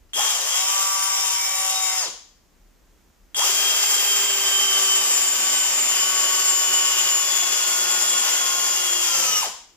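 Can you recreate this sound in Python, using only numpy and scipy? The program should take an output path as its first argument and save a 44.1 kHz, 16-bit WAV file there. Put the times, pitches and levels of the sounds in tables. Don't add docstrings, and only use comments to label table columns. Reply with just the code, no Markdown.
import sys
import numpy as np
from scipy import signal
from scipy.fft import rfft, irfft, next_fast_len
from scipy.io import wavfile
from scipy.ndimage import uniform_filter1d

SR = 44100
rng = np.random.default_rng(int(sys.argv[2]) if len(sys.argv) > 2 else 0)


def put_to_file(sound):
    columns = np.atleast_2d(sound).T
    safe = np.clip(columns, -1, 1)
    whole_steps = np.round(safe * 32767)
    wavfile.write(sys.argv[1], SR, whole_steps.astype(np.int16))


N = 430416
TIME = np.arange(N) / SR
RING_TIME = np.arange(SR // 6) / SR
SIDES = np.array([[.5], [-.5]])
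TEETH_PER_TURN, GEAR_RATIO = 28 / 3, 68
TOP_HZ = 15250


# start and standstill in seconds, relative levels of chuck clack, gear rattle
# and screw grinding in dB, fading of rattle and grinding in dB per second.
RUNS = [(.134, 2.115, -15.5, -27, -38, 0.77), (3.346, 9.513, -14.5, -26, -36.5, 0.1861)]
# time in seconds, target shaft speed in Hz.
STARTING_SPEED = [(.28, 222), (.42, 132), (.47, 158), (.57, 187.9), (.71, 194.1), (1.11, 193.6),
                  (1.45, 191.8), (1.95, 188.4), (2.0, 186.5), (2.03, 169), (2.08, 112)]
# time in seconds, target shaft speed in Hz.
DRIVING_SPEED = [(3.35, 402), (3.72, 401), (4.45, 392.8), (4.76, 388.3), (5.06, 386.1), (5.48, 380.5),
                 (5.84, 375.4), (6.75, 371), (7.1, 367.3), (7.8, 361.6), (8.16, 360.7), (8.56, 357.6),
                 (8.78, 357), (9.02, 353.3), (9.09, 348), (9.13, 342), (9.24, 332), (9.29, 320.5),
                 (9.35, 314.5), (9.41, 305)]

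def motor(spin_up_hz_per_s=3250, brake_hz_per_s=3000, free_hz=416, labouring_hz=341):
    target, = curves(STARTING_SPEED + DRIVING_SPEED)
    rise = sum(np.maximum(TIME - start, 0) * (TIME < stop) for start, stop, *_ in RUNS) * spin_up_hz_per_s
    brake = sum(np.maximum(stop - TIME, 0) * (TIME > start) for start, stop, *_ in RUNS) * brake_hz_per_s
    eased = target * rise / (target ** 8 + rise ** 8) ** (1 / 8)
    hz = np.minimum(eased, brake)
    full = np.clip((hz - 215) / 110, 0, 1)
    load = full * np.clip((free_hz - target) / (free_hz - labouring_hz), 0, 1)
    drag = .0012 * full * np.cos(2 * np.pi * np.cumsum(hz) / SR / GEAR_RATIO)
    shudder = .0055 * load ** 4 * wander(250)
    flutter = .00043 * wander(35)
    turns = np.cumsum(hz * (1 + flutter - drag + shudder)) / SR
    return hz, turns, full, load


# multiple of the shaft speed, relative level in dB at half and at full speed.
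ROTOR_TONES = [(1, -74, -51), (2, -60.5, -54.5), (3, -48.5, -60), (4, -37.5, -62), (5, -38.5, -57),
               (6, -37, -57), (7, -43.5, -57), (8, -45, -70), (10, -47.5, -53), (11, -45, -57),
               (12, -42.5, -46), (13, -49, -48), (14, -48, -60), (16, -37, -47), (17, -48, -46),
               (18, -53, -35), (20, -43.5, -70), (24, -50, -52), (27, -51, -54), (29, -43, -56),
               (32, -40, -56), (35, -42, -62), (38, -41, -55), (39, -44, -72)]
# multiple of the tooth rate, relative level in dB at half and at full speed.
GEAR_TONES = [(1, -52, -61), (2, -41, -73), (3, -29.5, -43), (4, -26, -44), (5, -37.5, -66),
              (6, -42.5, -60), (7, -45, -57.5), (8, -39, -58)]

def whine(hz, turns, full, load, half_hz=192, full_hz=375, slack_hz_per_s=600, feathered_until_s=.58):
    cruise_hz = half_hz + full * (full_hz - half_hz)
    gathering = np.maximum(uniform_filter1d(np.gradient(hz) * SR, size=SR // 25), 0)
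    engaged = full + (1 - full) / (1 + (gathering / slack_hz_per_s) ** 2)
    feathered = gain_of(-5 * np.clip((feathered_until_s - TIME) / .092, 0, 1))

    def tone(multiple, half_db, full_db):
        swell_db = housing_db(multiple * hz) - housing_db(multiple * cruise_hz) + 1.37 * wander(5)
        level = gain_of(half_db + full * (full_db - half_db) + swell_db) * (1 + .21 * wander(70))
        damping = (engaged if multiple > 8 else 1) * (feathered if multiple > 21 else 1)
        return level * damping * (multiple * hz < TOP_HZ) * sine(multiple * turns)

    rotor = sum(tone(k, *levels) for k, *levels in ROTOR_TONES)
    teeth = sum(tone(k * TEETH_PER_TURN, *levels) for k, *levels in GEAR_TONES)
    throb = 1 + .16 * sum(np.cos(2 * np.pi * (k * turns / 3 + rng.random())) for k in (1, 2, 3))
    spun_up = np.clip(hz / 170, 0, 1) ** 2
    labouring_dip = gain_of(-load ** 8)
    return spun_up * labouring_dip * (gain_of(.5) * rotor + gain_of(4 * load) * teeth * throb)


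# time in seconds, relative level in dB, left minus right in dB.
ROTOR_WHINE = [(3.42, -47, 1), (3.48, -27, 3), (3.55, -30, 4), (3.65, -23, 5), (3.8, -30, 0),
               (4.05, -27.5, -1), (4.3, -29, -3), (4.6, -24.5, -5), (4.9, -27, -3), (5.3, -33, 0),
               (5.55, -31.5, 2), (5.85, -33.5, 3), (6.06, -30.5, -1), (6.35, -31.5, -4), (6.55, -37, -8),
               (6.75, -30.5, -10), (7.22, -30.5, 7), (7.36, -40, 4), (7.56, -33, 5), (7.74, -44, 5),
               (8.22, -39, -1), (8.5, -50, -1), (8.62, -35, -2), (9.4, -43, 6)]
ROTOR_WHISTLE = [(3.42, -40, 3), (3.44, -35, 2), (4.1, -38, 0), (4.46, -31, 2), (4.88, -37, 2),
                 (4.92, -33, 3), (5.8, -25, -5), (5.96, -29, 1), (6.48, -23, 2), (6.62, -27, 3),
                 (6.84, -23, 6), (6.98, -28, 5), (7.62, -27, 3), (7.7, -24, 5), (8.92, -28, 2),
                 (8.98, -25, 3), (9.1, -36, 4), (9.44, -45, 4)]
TOOTH_WHINE = [(3.42, -48, -2), (5.42, -44, -3), (5.56, -38, -2), (5.8, -46, 0), (6.42, -41, -2),
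               (6.56, -47, -2), (6.64, -40, -2), (6.8, -47, 1), (6.98, -35, 1), (7.2, -40, 8),
               (7.34, -35.5, 11), (8.0, -35, -3), (8.6, -31.5, -4), (8.92, -33.5, 6), (9.02, -30, 7),
               (9.26, -36, 7), (9.36, -31, 7), (9.44, -39, 7)]
TOOTH_WHISTLE = [(3.42, -43, 0), (3.46, -32, 0), (4.24, -25, -2), (4.45, -28.5, -3), (4.6, -24.5, -4),
                 (5.06, -22.5, 4), (5.3, -24.5, 4), (6.78, -25, 7), (6.86, -29, 5), (7.2, -24.5, 6),
                 (7.4, -28, 8), (8.0, -30, 0), (8.2, -35, 0), (8.6, -30, 5), (8.9, -34, 6), (9.09, -35, 3),
                 (9.14, -29, 1), (9.24, -31, 1), (9.3, -25, 0), (9.36, -23.5, -1), (9.44, -29, -1)]
# time in seconds, relative level in dB.
ROTOR_HUM = [(3.42, -52), (3.6, -44), (4.3, -48), (4.6, -38.5), (5.0, -37.5), (5.65, -47), (6.1, -37.5),
             (6.6, -38.5), (7.5, -42.5), (8.5, -37), (8.9, -42), (9.1, -41), (9.3, -51)]
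POLE_HUM = [(3.46, -50), (3.55, -40), (4.7, -43), (5.2, -50), (5.55, -42), (5.85, -50), (6.1, -41.5),
            (6.8, -40), (7.3, -46), (7.9, -37.5), (8.4, -38.5), (8.8, -41), (9.0, -47), (9.12, -36),
            (9.4, -35)]

def singing(hz, turns, load):
    out = np.zeros((2, N))
    voices = [(8, ROTOR_WHINE, 2.05), (20, ROTOR_WHISTLE, 2),
              (TEETH_PER_TURN, TOOTH_WHINE, 1.45), (2 * TEETH_PER_TURN, TOOTH_WHISTLE, 1.9)]
    for multiple, rows, left_lead_rad in voices:
        db, pan_db = curves(rows)
        level = gain_of(db + 1.4 * wander(16) + SIDES * pan_db)
        offset = .007 * load ** 8 * wander(600)
        shimmer = 1 + .24 * wander(70)
        out += level * shimmer * sine(multiple * (turns + offset) + SIDES * left_lead_rad / (2 * np.pi))
    for multiple, rows, left_lead_rad in [(3, ROTOR_HUM, 1.0), (4, POLE_HUM, 1.1)]:
        level = gain_of(curves(rows)[0]) * (1 + .23 * wander(70))
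        out += level * sine(multiple * turns + SIDES * left_lead_rad / (2 * np.pi))
    return out * np.clip((hz - 225) / 45, 0, 1)


# multiple of the shaft speed, relative level in dB.
SURGE_POLES = [(4, -30), (8, -45)]
# multiple of the tooth rate, relative level in dB.
SURGE_TEETH = [(1, -47), (2, -36)]

def surge(hz, turns, peak_hz_per_s=2400, easing_hz=300):
    def chirp(multiple, db, onset_hz):
        onset = np.clip(hz / onset_hz, 0, 1) ** 3
        return onset * gain_of(db + housing_db(multiple * hz)) * sine(multiple * turns)

    poles = sum(chirp(k, db, onset_hz=200) for k, db in SURGE_POLES)
    teeth = sum(chirp(k * TEETH_PER_TURN, db, onset_hz=290) for k, db in SURGE_TEETH)
    speed_change = abs(np.gradient(hz)) * SR
    current = np.clip(speed_change / peak_hz_per_s, 0, 1) / (1 + (hz / easing_hz) ** 10)
    return current * (poles + teeth) * (1 + .17 * wander(320))


# time in seconds, relative level in dB.
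CARRIER_HUM = [(3.5, -68), (4.3, -65), (4.9, -59), (5.4, -54.5), (6.9, -55.5), (7.4, -68)]
# multiple of the cage rate, relative level in dB.
BEARING_TONES = [(1, -6.5), (2, -7), (3, 4)]

def carrier_and_bearing(hz, turns, full, load, cage_per_turn=.53, slip_turns=.11):
    hum = gain_of(curves(CARRIER_HUM)[0]) * sine(turns * 2 / 3)
    cage = cage_per_turn * turns + slip_turns * wander(22)
    growl = sum(gain_of(db + housing_db(k * cage_per_turn * hz)) * sine(k * cage)
                for k, db in BEARING_TONES)
    return full * (hum + gain_of(-68 + 17 * load) * growl) * (1 + .39 * wander(30))


# centre in Hz, width in Hz, lift in dB.
RESONANCES = [(159, 9.7, 11), (354.3, 4, 9), (392.4, 23, 10), (765.3, 16, 6), (890, 100, -2.5),
              (973, 32, 12.5), (1120, 130, 4.5), (1168.6, 19, 9.5), (2180, 37, 5.5), (3070, 70, 13),
              (3290, 150, 10.5), (3790, 32, 14.5), (5110, 1900, 4.5), (7100, 2400, 11.5), (11300, 480, 5.5),
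              (15000, 1700, 17.5)]

def housing_db(hz):
    grid = np.arange(0, SR / 2, 2)
    lift = sum(db / (1 + (2 * (grid - centre) / width) ** 2) for centre, width, db in RESONANCES)
    return np.interp(hz, grid, lift)


def effort(hz, load, let_go_s=.057, release_s=.043, bite_s=.79, strain_hz_per_s=700):
    gears, screw = np.zeros((2, N))
    for start, stop, _, gears_db, screw_db, fading in RUNS:
        biting = (TIME >= start) * np.clip((stop - let_go_s - TIME) / release_s, 0, 1)
        fresh_wood_db = 2 * np.exp(-abs(TIME - start) / bite_s)
        level = biting * gain_of(fresh_wood_db + 2 * load ** 4 - fading * (TIME - start))
        gears += level * gain_of(gears_db)
        screw += level * gain_of(screw_db)
    screw *= gain_of(3.5 * np.exp(-((TIME - .23) / .05) ** 2))
    acceleration = uniform_filter1d(np.gradient(hz) * SR * (load < 1), size=SR // 20)
    strain_db = 1.5 * np.tanh(acceleration / strain_hz_per_s)
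    gears *= np.minimum(hz / 100, 1) * gain_of(strain_db + .5 * wander(7))
    screw *= np.minimum(hz / 140, 1) * gain_of(strain_db + .5 * wander(7))
    return gears, screw


def uneven_teeth(turns, harmonics=160, size=8192):
    pattern = irfft(np.r_[0, np.exp(2j * np.pi * rng.random(harmonics))], size)
    return unit_rms(np.interp(turns / 3 % 1 * size, np.arange(size), pattern))


# frequency in Hz, relative density in dB.
HALF_SPEED_COLOUR = [(100, -42), (200, -44), (450, -26), (1000, -15.5), (1700, -19.5), (2400, -16),
                     (3100, -9), (4000, -19), (5200, -8.5), (7200, -3.5), (8300, -13), (10500, -17.5),
                     (14500, -19.5), (16000, -15.5)]
FULL_SPEED_COLOUR = [(100, -48), (200, -29), (450, -18), (1000, -11), (1700, -13.5), (2400, -10),
                     (3100, -5.5), (4000, -14.5), (5100, -5), (5900, -6), (7150, -0.5), (8300, -13),
                     (10500, -16.5), (14500, -14.5), (16000, -22)]

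def rattle_and_grind(turns, full, gears, screw, split_hz=3600):
    angle = 2 * np.pi * turns
    shaft = .29 * (1 - .6 * full) * np.cos(angle)
    planets = .38 * full * np.cos(angle * 4 / 3)
    carrier = .14 * (np.cos(angle / 3) + np.cos(angle * 2 / 3))
    contact = rng.standard_normal(N) + .16 * uneven_teeth(turns)
    drive = unit_rms(contact * np.exp(shaft + planets + carrier)) * gain_of(1.45 * wander(60))

    def treble(f):
        return 1 / (1 + (split_hz / (f + 1)) ** 8)

    def voiced(colour, grind_db):
        rattle = unit_rms(filtered(drive, lambda f: gain_of(spectrum(colour, f)) * treble(f)))
        grind = unit_rms(filtered(drive, lambda f: gain_of(spectrum(colour, f)) * (1 - treble(f))))
        return gears * rattle + screw * gain_of(grind_db) * grind

    return (1 - full) * voiced(HALF_SPEED_COLOUR, 1) + full * voiced(FULL_SPEED_COLOUR, 4)


# frequency in Hz, relative level in dB, seconds to fall 60 dB.
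CHUCK_MODES = [(1040, -25, 0.063), (3276, 13.5, 0.039), (3450, -3, .025), (6665, -3, 0.028),
               (7140, 3, 0.044), (8060, 1, 0.05), (9450, -6, 0.069)]
# start and length in seconds, relative level in dB, fading in dB per second.
BUZZES = [(0.148, 0.14, -35, 8), (0.475, 0.11, -32.5, 27), (3.37, 0.15, -32, 61)]
# time in seconds, relative level in dB.
JAW_KNOCKS = [(.157, -15), (.184, -17), (.276, -26), (3.377, -16), (3.395, -18.5), (3.42, -19)]

def chuck_and_buzz(pulses_per_s=260, edge_s=.011):
    scrape = .36 * noise_burst(1500, "high", decay_s=.0074)
    ring = signal.lfilter(*signal.butter(2, 600, "high", fs=SR), ringing(CHUCK_MODES) + scrape)
    ring /= abs(ring).max()
    pulses = rng.standard_normal(N) * (rng.random(N) < pulses_per_s / SR)
    pulses = np.sign(pulses) * (1 + .18 * abs(pulses))
    pulses = unit_rms(pulses) / np.linalg.norm(ring)
    clacks = [(start, db) for start, _, db, *_ in RUNS]
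    blows = impulses(clacks + JAW_KNOCKS)
    for start, length, db, fading in BUZZES:
        age = np.clip(TIME - start, 0, length)
        edges = np.minimum(np.minimum(age, length - age) / edge_s, 1)
        blows += pulses * edges * gain_of(db - fading * age)
    return gain_of(-2) * signal.oaconvolve(blows, ring)[:N]


# time in seconds, relative level in dB.
TRIGGER_TICKS = [(.094, -42), (3.305, -55)]

def trigger():
    tick = noise_burst([700, 4000], "band", decay_s=.00094)
    return signal.oaconvolve(impulses(TRIGGER_TICKS), tick)[:N]


# time in seconds, relative level in dB.
BIT_KNOCKS = [(.183, -28), (3.365, -33)]
# frequency in Hz, relative level in dB, seconds to fall 60 dB.
BEAM_MODES = [(834, 3, 0.065), (1040, 3, 0.066)]

def beam():
    ring = ringing(BEAM_MODES)
    return signal.oaconvolve(impulses(BIT_KNOCKS), ring / abs(ring).max())[:N]


# frequency in Hz, lead of the left in radians.
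PORT_PHASE = [(100, 0.6), (600, 0.8), (1550, 1.31), (1810, 0.5), (3190, 3), (4820, 2), (6800, 3),
              (7240, 2.5), (8610, 5), (9220, 4), (12900, 7.5), (14900, 7.5), (16000, 9)]
# frequency in Hz, left minus right in dB.
PORT_BALANCE = [(300, 1), (1500, 0), (2500, 2), (3200, 2), (4800, 3), (6200, 5.5), (7500, 2), (9000, -2),
                (12000, 1.5), (14500, 2)]

def microphone(direct, echoes):
    arriving = filtered(direct, lambda f: np.exp(1j * SIDES * spectrum(PORT_PHASE, f)))
    return filtered(arriving + echoes, lambda f: gain_of(SIDES * spectrum(PORT_BALANCE, f)))


# frequency in Hz, seconds to fall 60 dB.
ROOM_DECAY = [(250, 0.37), (660, 0.48), (1740, 0.51), (4600, 0.57), (8000, 0.48), (14000, 0.32)]

def workshop(x, first_echo_s=.003, alike_hz=1300):
    taps = rng.standard_normal((2, SR)) * (rng.random((2, SR)) < 1 / 8)
    taps[:, :round(first_echo_s * SR)] = 0
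    hz, t, bands = signal.stft(taps, SR, nperseg=256)
    shared = 1 / (1 + (hz[:, None] / alike_hz) ** 2)
    bands[1] = shared * bands[0] + np.sqrt(1 - shared ** 2) * bands[1]
    decay = gain_of(-60 * t / spectrum(ROOM_DECAY, hz)[:, None])
    tail = signal.istft(bands * decay, SR, nperseg=256)[1]
    tail /= np.linalg.norm(tail, axis=1, keepdims=True)
    return signal.fftconvolve(x[None], tail, axes=1)[:, :N]


# frequency in Hz, relative density in dB.
RUMBLE_COLOUR = [(18, -25), (30, 10.5), (50, 0.5), (70, -5), (92, -9.5), (130, -20), (170, -48),
                 (290, -120)]
AIR_COLOUR = [(76, -41), (130, -12.5), (182, -7.5), (305, -10), (566, -15.5), (1180, -18.5), (4120, -25.5),
              (6910, -23), (9130, -31.5), (13300, -29), (15000, -28)]
# time in seconds, relative level in dB.
RUMBLE_LEVEL = [(0.1, -53), (0.2, -72), (1.0, -66), (1.3, -56), (2.0, -66), (2.6, -57), (3.3, -58),
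                (3.5, -70), (7, -69.5), (9.76, -62)]

def room_tone():
    def layer(colour, db, width):
        noise = rng.standard_normal(N) + width * rng.standard_normal((2, N))
        return gain_of(db) * unit_rms(filtered(noise, lambda f: gain_of(spectrum(colour, f))))

    rumble = layer(RUMBLE_COLOUR, db=curves(RUMBLE_LEVEL)[0], width=.54)
    return rumble + layer(AIR_COLOUR, db=-62 + wander(5), width=1)


def gain_of(db):
    return 10 ** (np.asarray(db) / 20)


def unit_rms(x):
    return x / np.sqrt(np.mean(x ** 2) + 1e-20)


def spectrum(rows, hz):
    f, value = np.transpose(rows)
    return np.interp(np.log(hz + 1), np.log(f + 1), value)


def curves(rows):
    seconds, *columns = np.transpose(rows)
    return [np.interp(TIME, seconds, column) for column in columns]


def filtered(x, response):
    size = next_fast_len(N + 8192)
    return irfft(rfft(x, size) * response(np.fft.rfftfreq(size, 1 / SR)), size)[..., :N]


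def wander(rate_hz):
    return unit_rms(np.interp(TIME * rate_hz, np.arange(4096), rng.standard_normal(4096)))


def sine(turns):
    return np.sqrt(2) * np.sin(2 * np.pi * (turns + rng.random()))


def impulses(rows):
    blows = np.zeros(N)
    for seconds, db in rows:
        blows[round(seconds * SR)] += gain_of(db)
    return blows


def ringing(modes):
    return sum(gain_of(db - 60 * RING_TIME / t60) * np.sin(2 * np.pi * hz * RING_TIME)
               for hz, db, t60 in modes)


def noise_burst(edges_hz, kind, decay_s):
    noise = rng.standard_normal(len(RING_TIME))
    return signal.lfilter(*signal.butter(2, edges_hz, kind, fs=SR), noise) * np.exp(-RING_TIME / decay_s)


def scene():
    hz, turns, full, load = motor()
    tones = whine(hz, turns, full, load) + surge(hz, turns) + carrier_and_bearing(hz, turns, full, load)
    lead = singing(hz, turns, load)
    gears, screw = effort(hz, load)
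    noise = gain_of(-1) * rattle_and_grind(turns, full, gears, screw)
    blows = chuck_and_buzz() + trigger() + beam()
    direct = gain_of(-3) * tones + noise + blows
    echoes = workshop(gain_of(-9.5) * tones + gain_of(-10) * lead.mean(0) + noise + gain_of(6) * blows)
    return microphone(direct, echoes) + gain_of(-.8) * lead + room_tone()


def record(dry):
    dry = signal.sosfilt(signal.butter(4, 32, "high", fs=SR, output="sos"), dry)
    return signal.oaconvolve(dry, signal.firwin(401, TOP_HZ, window=("kaiser", 9), fs=SR)[None], "same")


dry = scene()
out = record(dry)
put_to_file(out)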